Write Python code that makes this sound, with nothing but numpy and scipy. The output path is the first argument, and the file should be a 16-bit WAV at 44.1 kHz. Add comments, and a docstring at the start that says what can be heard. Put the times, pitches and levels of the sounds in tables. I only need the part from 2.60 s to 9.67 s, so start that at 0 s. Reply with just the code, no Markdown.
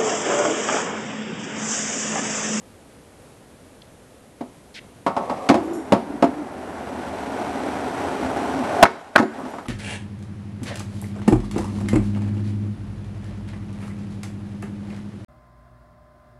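"""A skateboard jump onto a ledge

On a quiet street a skateboarder steps off, drops his board, jumps on and rolls closer over concrete.
He snaps the tail down, flies for a third of a second, lands on a ledge and rolls along on two wheels.
Each blow makes the board ring, rattle and crack; rough ground makes it roar; loose metal jingles faintly.
The loudest cracks overload the microphone, which turns itself down for a moment."""
import sys
import numpy as np
from scipy import signal
from scipy.fft import rfft, irfft, next_fast_len
from scipy.io import wavfile
from scipy.ndimage import uniform_filter1d

SR = 44100
rng = np.random.default_rng(int(sys.argv[2]) if len(sys.argv) > 2 else 0)


def unload_audio(sound):
    """Save the sound as a 16-bit wav file, at the path given as the first command line argument."""
    columns = np.transpose(np.atleast_2d(sound))
    # keep every value between -1 and 1, then stretch to whole-number steps
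    steps = np.round(np.clip(columns, -1, 1) * 32767)
    wavfile.write(sys.argv[1], SR, steps.astype(np.int16))


N = 311742
TIME = np.arange(N) / SR

# The tones of deck, axles and wheels. Each row: pitch in Hz, level in dB, seconds to fade by 60 dB (t60).
BOARD_TONES = [(105, -20, 0.13), (168.9, -24.5, 0.69), (236, -5, 0.029), (280, 1.5, 0.071),
               (378, -12.5, 0.31), (555, 1, 0.066), (606, -8, 0.037), (684.7, -1, 0.12), (755, 0, 0.018),
               (915, -14.5, 0.25), (1002, -12, 0.045), (1112, -14, 0.2), (1291, -4.5, 0.16),
               (1501, -6.5, 0.095), (1801, -6, 0.11), (1840, -8, 0.021), (2180, -6.5, 0.11)]
# The dense rattle under those tones. Each row: frequency in Hz, level in dB.
RATTLE_COLOUR = [(40, -28), (100, -8), (250, -2), (450, -5.5), (800, -0.5), (1500, -5.5), (3000, -9),
                 (6000, 4), (12000, -3)]
# The bright crack of a hard hit. Each row: frequency in Hz, level in dB.
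CRACK_COLOUR = [(300, 2), (1200, 4), (2200, 3.5), (3200, -3), (3800, -4), (4450, -7), (5300, -7.5),
                (5800, -14), (6500, -11), (9000, -15), (12000, -23.5)]

def board_blows(rattle_t60=0.12, crack_t60=0.04, chatter_t60=0.19, rise_s=0.00056, lowest_hz=85):
    """Each blow starts with a crack, rings the board's tones and shakes its loose parts."""
    out, t = np.zeros(N), TIME[:SR // 4]
    tone_hz, tone_db, tone_t60 = np.transpose(BOARD_TONES)
    for s, db, *spring, crack_db, stretch in [*wheel_knocks(), *foot_stomps(), *board_slams()]:
        strength, detune, side = rng.standard_normal((3, len(BOARD_TONES)))
        gains = from_db(tone_db + strength) * springy_contact(tone_hz, *spring)
        gains *= np.sign(side) / np.linalg.norm(gains)   # the sign depends on where the board is struck
        pitch = tone_hz * (1 + 0.0088 * detune)   # the rider's feet shift the tones
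        ring = gains @ (np.sin(2 * np.pi * np.outer(pitch, t)) * fade(t, stretch * tone_t60[:, None]))
        rattle = noise(lambda hz: gain_at(RATTLE_COLOUR, hz) * springy_contact(hz, *spring), len(t))
        body = from_db(-2) * ring + from_db(-7) * rattle * fade(t, stretch * rattle_t60)
        crack = noise(lambda hz: gain_at(CRACK_COLOUR, hz), len(t))
        crack *= fade(t, stretch * crack_t60) + from_db(-13) * fade(t, stretch * chatter_t60)
        rise = 1 - np.exp(-t / rise_s)
        add(out, s, from_db(db) * (body + from_db(crack_db) * crack) * rise)
    return highpass(out, lowest_hz)   # a narrow deck gives off no deep bass


def springy_contact(hz, contact_hz, sharpness, boom_db, boom_hz):
    """A wheel or tail is a spring: it favours one pitch and passes little above. Weight adds a boom."""
    ratio = hz / contact_hz
    resonance = (1 - ratio ** 2) ** 2 + (ratio / sharpness) ** 2
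    softness = 1 + (ratio / 1.7) ** 2
    boom = from_db(boom_db * bell(hz, boom_hz, 0.49 * boom_hz) ** 2)
    return boom / np.sqrt(resonance * softness)


# The tail pops, then an axle meets the ledge. Each row: start in seconds, level in dB, contact pitch
# in Hz, its sharpness, crack in dB, ring time factor, graze level in dB, seconds until the rebound.
BOARD_SLAMS = [(6.2271, 15, 940, 3, -9.5, 0.55, -17, 0.0265),
               (6.5597, 15.5, 1450, 7.2, -12.5, 0.25, 1, 0.0193)]

def board_slams(graze_s=0.00478, boom_db=-7.5, boom_hz=220):
    """An edge grazes first, then comes the hard blow and a bright rebound."""
    for s, db, hz, sharpness, crack_db, stretch, graze_db, rebound_s in BOARD_SLAMS:
        yield s - graze_s, graze_db, hz, sharpness, boom_db, boom_hz, -29, stretch
        yield s, db, hz, sharpness, boom_db, boom_hz, crack_db, stretch
        yield s + rebound_s, db - 12.5, 1700, 1.8, boom_db, boom_hz, -25, 0.76


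# Feet come down. Each row: start in seconds, slap level in dB, contact pitch in Hz, crack in dB,
# ring time factor, seconds until the thud, thud level in dB, boom pitch in Hz.
FOOT_STOMPS = [(1.808, -24, 650, -23, 1.15, 0.002, -18.5, 235), (2.889, -7, 2200, -8, 0.95, 0.0092, 5, 293),
               (2.9415, -9, 860, -16, 1.35, 0.0105, -8.5, 340),
               (3.3216, -2.5, 774, -16, 1.4, 0.011, -8, 240), (3.624, -3, 910, -19, 1.05, 0.017, -3.5, 291),
               (6.588, -3.5, 1390, -15, 0.91, 0.008, 7, 247.2),
               (6.624, -10.5, 796, -13, 1.05, 0.0038, -8, 370)]

def foot_stomps(slap_sharpness=1.35, slap_boom_db=5, thud_hz=800, thud_sharpness=2.2, thud_boom_db=20):
    """The sole slaps, then the rider's weight arrives with a dull thud."""
    for s, db, hz, crack_db, stretch, lag_s, thud_db, boom_hz in FOOT_STOMPS:
        yield s, db, hz, slap_sharpness, slap_boom_db, boom_hz, crack_db, stretch
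        yield s + lag_s, thud_db, thud_hz, thud_sharpness, thud_boom_db, boom_hz, -24.5, stretch


# Wheels hit the ground or the ledge. Each row: start in seconds, level in dB, contact pitch in Hz,
# crack in dB, ring time factor.
WHEEL_KNOCKS = [(2.464, -9, 1084, -19, 1.58), (2.565, -12, 960, -20.5, 1.67), (2.697, -12, 900, -19.5, 1.4),
                (6.785, -18.5, 1050, -31, 1.8), (6.851, -20, 900, -18, 1.8), (6.936, -19.5, 1010, -24, 1),
                (6.984, -24, 1240, -14.5, 0.98), (7.056, -30.5, 1220, -10, 1.1)]

def wheel_knocks(sharpness=3.1, boom_db=7, boom_hz=217, next_wheel_s=0.012):
    """One wheel knocks, and its neighbour follows, softer and lower."""
    for s, db, hz, crack_db, stretch in WHEEL_KNOCKS:
        yield s, db, hz, sharpness, boom_db, boom_hz, crack_db, stretch
        yield s + next_wheel_s, db - 8, hz * 0.67, sharpness, boom_db, boom_hz, crack_db, stretch


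# The board rolling under its rider. Each row: frequency in Hz, level in dB.
RIDDEN_COLOUR = [(24, -49), (40, -60), (69, -18), (164, -11), (264, 1), (335, -6), (435, -5.5),
                 (514, -11.5), (566, -6.5), (809, -6), (1190, -15.5), (1540, -19), (4400, -34), (8390, -42),
                 (12000, -27.5), (15600, -76), (22000, -120)]
# Pitches that the rolling brings out. Each row: pitch in Hz, width in Hz, strength in dB.
RIDDEN_PEAKS = [(76, 31, 8), (267, 6.5, -12), (710, 59, -10.5), (810, 300, -18), (1460, 210, -5),
                (5800, 210, -1), (8120, 1200, 3.5)]
# The hollow roar of the board with nobody on it. Each row: frequency in Hz, level in dB.
RIDERLESS_COLOUR = [(210, -39), (350, -8), (537, -2.5), (651, -5.5), (745, -1), (896, -13), (974, -12),
                    (1160, -7), (1470, -27), (2130, -15), (2600, -39), (3380, -68), (5720, -120)]
# Four phases: riderless, ridden, the roar's faint echo dying away after take-off, along the ledge.
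# Each row: start, end, rise time and fade time in seconds, then deck rumble, wheel roar and grit hiss
# in dB at the closest point.
ROLL_PHASES = [(2.47, 2.88, 0.17, 0.92, -32.5, -19, -33.5), (2.9, 6.26, 0.02, 0.67, -29.5, -26, -40.5),
               (6.26, 6.73, 0.03, 2.5, -76, -41, -52.5), (6.69, 6.95, 0.051, 0.59, -35, -34.5, -48.5)]

def rolling(grains_per_s=4000):
    """Grains of concrete drum on wheels and deck, louder when the board is faster and nearer."""
    grains = (rng.random(N) < grains_per_s / SR) * rng.standard_normal(N)
    grains *= from_db(np.minimum(rng.exponential(1, N), 4))
    ground = rms_one(grains) + 1.02 * rng.standard_normal(N)

    def ridden(hz):
        peaks = sum(from_db(db) * bell(hz, centre, width) ** 2 for centre, width, db in RIDDEN_PEAKS)
        return gain_at(RIDDEN_COLOUR, hz) * (1 + peaks)

    def band(colour, low_hz, high_hz):
        return shaped(ground, lambda hz: colour(hz) * (below(hz, high_hz) - below(hz, low_hz)))

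    pace, nearness = travel()
    rumble = band(ridden, 35, 446) * pace ** 0.47 * nearness ** 0.89   # the rumble carries further
    rumble *= from_db(0.5 * drift(42))
    hollow = band(lambda hz: gain_at(RIDERLESS_COLOUR, hz), 440, 1700) * pace ** 1.24 * nearness
    roar = band(ridden, 393, 2170) * pace ** 1.24 * nearness
    hiss = band(ridden, 1950, 9500) * pace ** 2.15 * nearness
    out = np.zeros(N)
    for phase, (start, end, rise_s, t60, rumble_db, roar_db, hiss_db) in enumerate(ROLL_PHASES):
        swell = np.clip((TIME - start) / rise_s, 0, 1) * fade(np.maximum(TIME - end, 0), t60)
        wheels = hollow if phase == 0 else roar
        out += swell * (from_db(rumble_db) * rumble + from_db(roar_db) * wheels + from_db(hiss_db) * hiss)
    return out * from_db(0.73 * drift(28))   # uneven ground makes the level bob


# How fast the board goes. Each row: time in seconds, speed in metres per second.
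BOARD_SPEED = [(2.46, 1.89), (3.9, 2.13), (4.6, 3), (6.25, 2.84)]

def travel(pass_s=6.43, closest_m=3.09):
    """The board passes in a straight line. Gives its speed and nearness, both 1 at the closest point."""
    speed = np.interp(TIME, *np.transpose(BOARD_SPEED))
    metres = np.cumsum(speed) / SR
    distance = np.hypot(closest_m, metres - np.interp(pass_s, TIME, metres))
    return speed / np.interp(pass_s, TIME, speed), closest_m / distance


# The deck hums as the rider's weight shifts. Each row: start and length in seconds, pitch in Hz,
# level in dB.
DECK_HUMS = [(3.0, 0.23, 328, -29), (3.47, 0.11, 294, -28.5), (3.75, 0.12, 288, -30.5),
             (5.58, 0.15, 258.6, -30), (5.94, 0.11, 262, -27), (6.78, 0.13, 261.4, -29.5)]
# The wheels sing as he presses on the tail. Each row: the same as for the hums.
WHEEL_NOTES = [(6.04, 0.12, 598, -28), (6.185, 0.1, 691, -17)]

def board_hum(swells, waver, flutter):
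    """The turning wheels stir up one rough, wavering tone in short swells."""
    clock = np.cumsum(1 + waver * drift(72.2)) / SR
    pressure = 1 + flutter * np.tanh(drift(52))
    out = np.zeros(N)
    for s, length, hz, db in swells:
        swell = np.abs(np.sin(np.pi * np.clip((TIME - s) / length, 0, 1))) ** 0.45
        out += from_db(db) * swell * np.sin(2 * np.pi * hz * clock)
    return np.sqrt(2) * out * pressure


# Shoes scrape. Each row: start and length in seconds, level in dB, first and last pitch in Hz,
# width as a share of the pitch.
SHOE_SCUFFS = [(1.218, 0.0059, -41, 4270, 3340, 0.34), (2.141, 0.055, -35.5, 3800, 2250, 1)]

def shoe_scuffs(lowest_hz=1350):
    """A sole rubs briefly: a dry hiss that swells and sinks in pitch."""
    out, t = np.zeros(N), TIME[:SR // 8]

    def rub(centre, width):
        return noise(lambda hz: bell(hz, centre, width) ** 2 * (1 - below(hz, lowest_hz, 10)), len(t))

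    for s, length, db, first_hz, last_hz, width in SHOE_SCUFFS:
        along = np.clip(t / length, 0, 1)
        first, last = rub(first_hz, width * first_hz), rub(last_hz, width * last_hz)
        swell = np.abs(np.sin(np.pi * along)) ** 0.29
        add(out, s, from_db(db) * swell * (0.6 * np.sqrt(1 - along) * first + along * last))
    return out


# Clear touches of loose metal. Each row: start in seconds, level in dB.
METAL_TOUCHES = [(3.034, -52), (3.133, -44.5), (6.389, -51), (6.579, -37)]
# The tones of that metal. Each row: pitch in Hz, level in dB, seconds to fade by 60 dB.
METAL_TONES = [(5566, -7, .45), (6320, -4, .14), (6600, -8, .4), (7112, 1, .5), (8265, -4, .45),
               (9760, -9, .3), (10435, -5, .45), (10930, -5, .4), (11316, 1, .16)]

def metal_jingles(ledge_touches=4, ledge_db=-49, bounce_s=0.017):
    """Small metal parts touch, bounce once and ring; from the ledge on they also touch by chance."""
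    out, t = np.zeros(N), TIME[:SR // 2]
    ledge_s = ROLL_PHASES[-1][0]
    along = (np.arange(ledge_touches) + rng.random(ledge_touches)) / ledge_touches
    touches = METAL_TOUCHES + [(s, ledge_db) for s in ledge_s + (TIME[-1] - ledge_s) * along]
    bounces = [(s + bounce_s * rng.uniform(0.83, 1.1), db - 3.5) for s, db in touches]
    for s, db in touches + bounces:
        ring = sum(from_db(tone_db + 2.5 * rng.standard_normal())   # a new mix of tones each time
                   * np.sin(2 * np.pi * hz * t) * fade(t, t60) for hz, tone_db, t60 in METAL_TONES)
        tick = noise(lambda hz: bell(hz, centre=8500, width=5000) ** 2, len(t)) * fade(t, t60=0.049)
        add(out, s, from_db(db) * (from_db(-8) * ring + from_db(-10) * tick))
    return out


# The tone of the street's echo. Each row: frequency in Hz, level in dB.
ECHO_COLOUR = [(60, -3), (250, 16.5), (700, 7), (1500, 8), (4000, 9), (12000, -1.5)]

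def street_echo(x, echo_db=-20, t60=0.46, build_s=0.0047):
    """Houses, fence and trees scatter a thin echo back."""
    t = TIME[:SR]
    tail = noise(lambda hz: gain_at(ECHO_COLOUR, hz), len(t)) * fade(t, t60)
    tail *= 1 - np.exp(-(t / build_s) ** 2)
    return from_db(echo_db) * signal.fftconvolve(x, tail / np.linalg.norm(tail))[:N]


# The street's steady hush. Each row: frequency in Hz, level in dB.
STREET_COLOUR = [(25, -14), (50, -7), (90, 0), (160, -4.5), (260, -1.5), (350, -6), (500, -4.5),
                 (1000, -14.5), (2000, -20), (3200, -23.5), (5200, -27.5), (7500, -26), (10500, -25),
                 (12000, -28.5)]

def street_hush(level_db=-48):
    """Distant traffic and leaves blend into a soft noise that wavers a little."""
    return from_db(level_db + 0.5 * drift(2.8)) * noise(lambda hz: gain_at(STREET_COLOUR, hz))


def from_db(db):
    """Turn decibels into a gain."""
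    return 10 ** (np.asarray(db) / 20)


def rms_one(x):
    """Scale a sound to an average power of 1."""
    return x / np.sqrt(np.mean(x ** 2) + 1e-20)


def gain_at(colour, hz):
    """Read a colour table's gain at the given frequencies."""
    row_hz, row_db = np.transpose(colour)
    return from_db(np.interp(np.log(hz + 1), np.log(row_hz), row_db))


def shaped(x, gain):
    """Colour a sound with a gain for each frequency, then set its power to 1."""
    size = next_fast_len(len(x))
    spectrum = rfft(x, size) * gain(np.fft.rfftfreq(size, 1 / SR))
    return rms_one(irfft(spectrum, size)[:len(x)])


def noise(gain, size=N):
    """Coloured noise of power 1."""
    return shaped(rng.standard_normal(size), gain)


def drift(rate_hz, step=32):
    """A smooth random wobble, about 1 in size."""
    coarse = noise(lambda hz: 1 / (1 + (hz / step / rate_hz) ** 2), N // step + 2)
    return np.interp(np.arange(N) / step, np.arange(len(coarse)), coarse)


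def bell(hz, centre, width):
    """A gain that peaks at one pitch."""
    return 1 / np.sqrt(1 + (2 * (hz - centre) / width) ** 2)


def below(hz, edge_hz, steepness=8):
    """A gain that keeps what lies below an edge."""
    return 1 / (1 + (hz / edge_hz) ** steepness)


def highpass(x, hz):
    """Thin out the bass."""
    return signal.sosfilt(signal.butter(2, hz, "high", fs=SR, output="sos"), x)


def fade(t, t60):
    """Die away by 60 dB every t60 seconds."""
    return np.exp(-np.log(1000) * t / t60)


def add(out, s, sound):
    """Mix a sound in, starting at s seconds."""
    start = round(s * SR)
    out[start:start + len(sound)] += sound[:max(N - start, 0)]


def automatic_gain(x, threshold_db=-2, recover_db_per_s=16, lag_s=0.011, attack_s=0.007):
    """The microphone turns itself down just after a crack overloads it, then creeps back up."""
    level_db = 10 * np.log10(np.abs(uniform_filter1d(x ** 2, size=90)) + 1e-12)
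    over_db = np.maximum(np.interp(TIME - lag_s, TIME, level_db) - threshold_db, 0)
    recovery_db = recover_db_per_s * TIME
    held_db = np.maximum.accumulate(over_db + recovery_db) - recovery_db
    smooth = np.exp(-1 / (attack_s * SR))
    return x * from_db(-signal.lfilter([1 - smooth], [1, -smooth], held_db))


def scene():
    """Board, shoes and street at one microphone."""
    hits = board_blows() + shoe_scuffs() + metal_jingles()
    wheels = rolling() + board_hum(DECK_HUMS, waver=0.0658, flutter=0.91)
    wheels += board_hum(WHEEL_NOTES, waver=0.0458, flutter=0.31)
    street = street_hush()
    return (hits + street_echo(hits) + wheels + street)[None]


def record(dry, mic_top_hz=11900, cutoff_hz=15800):
    """The microphone loses the highest treble and turns down too late, so the loudest cracks clip."""
    heard = signal.sosfilt(signal.ellip(8, 0.3, 60, mic_top_hz, fs=SR, output="sos"), dry[0])
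    clipped = np.clip(automatic_gain(heard), -0.98, 0.98)
    return signal.sosfilt(signal.butter(12, cutoff_hz, fs=SR, output="sos"), clipped)[None]


dry = scene()
out = record(dry)
unload_audio(out)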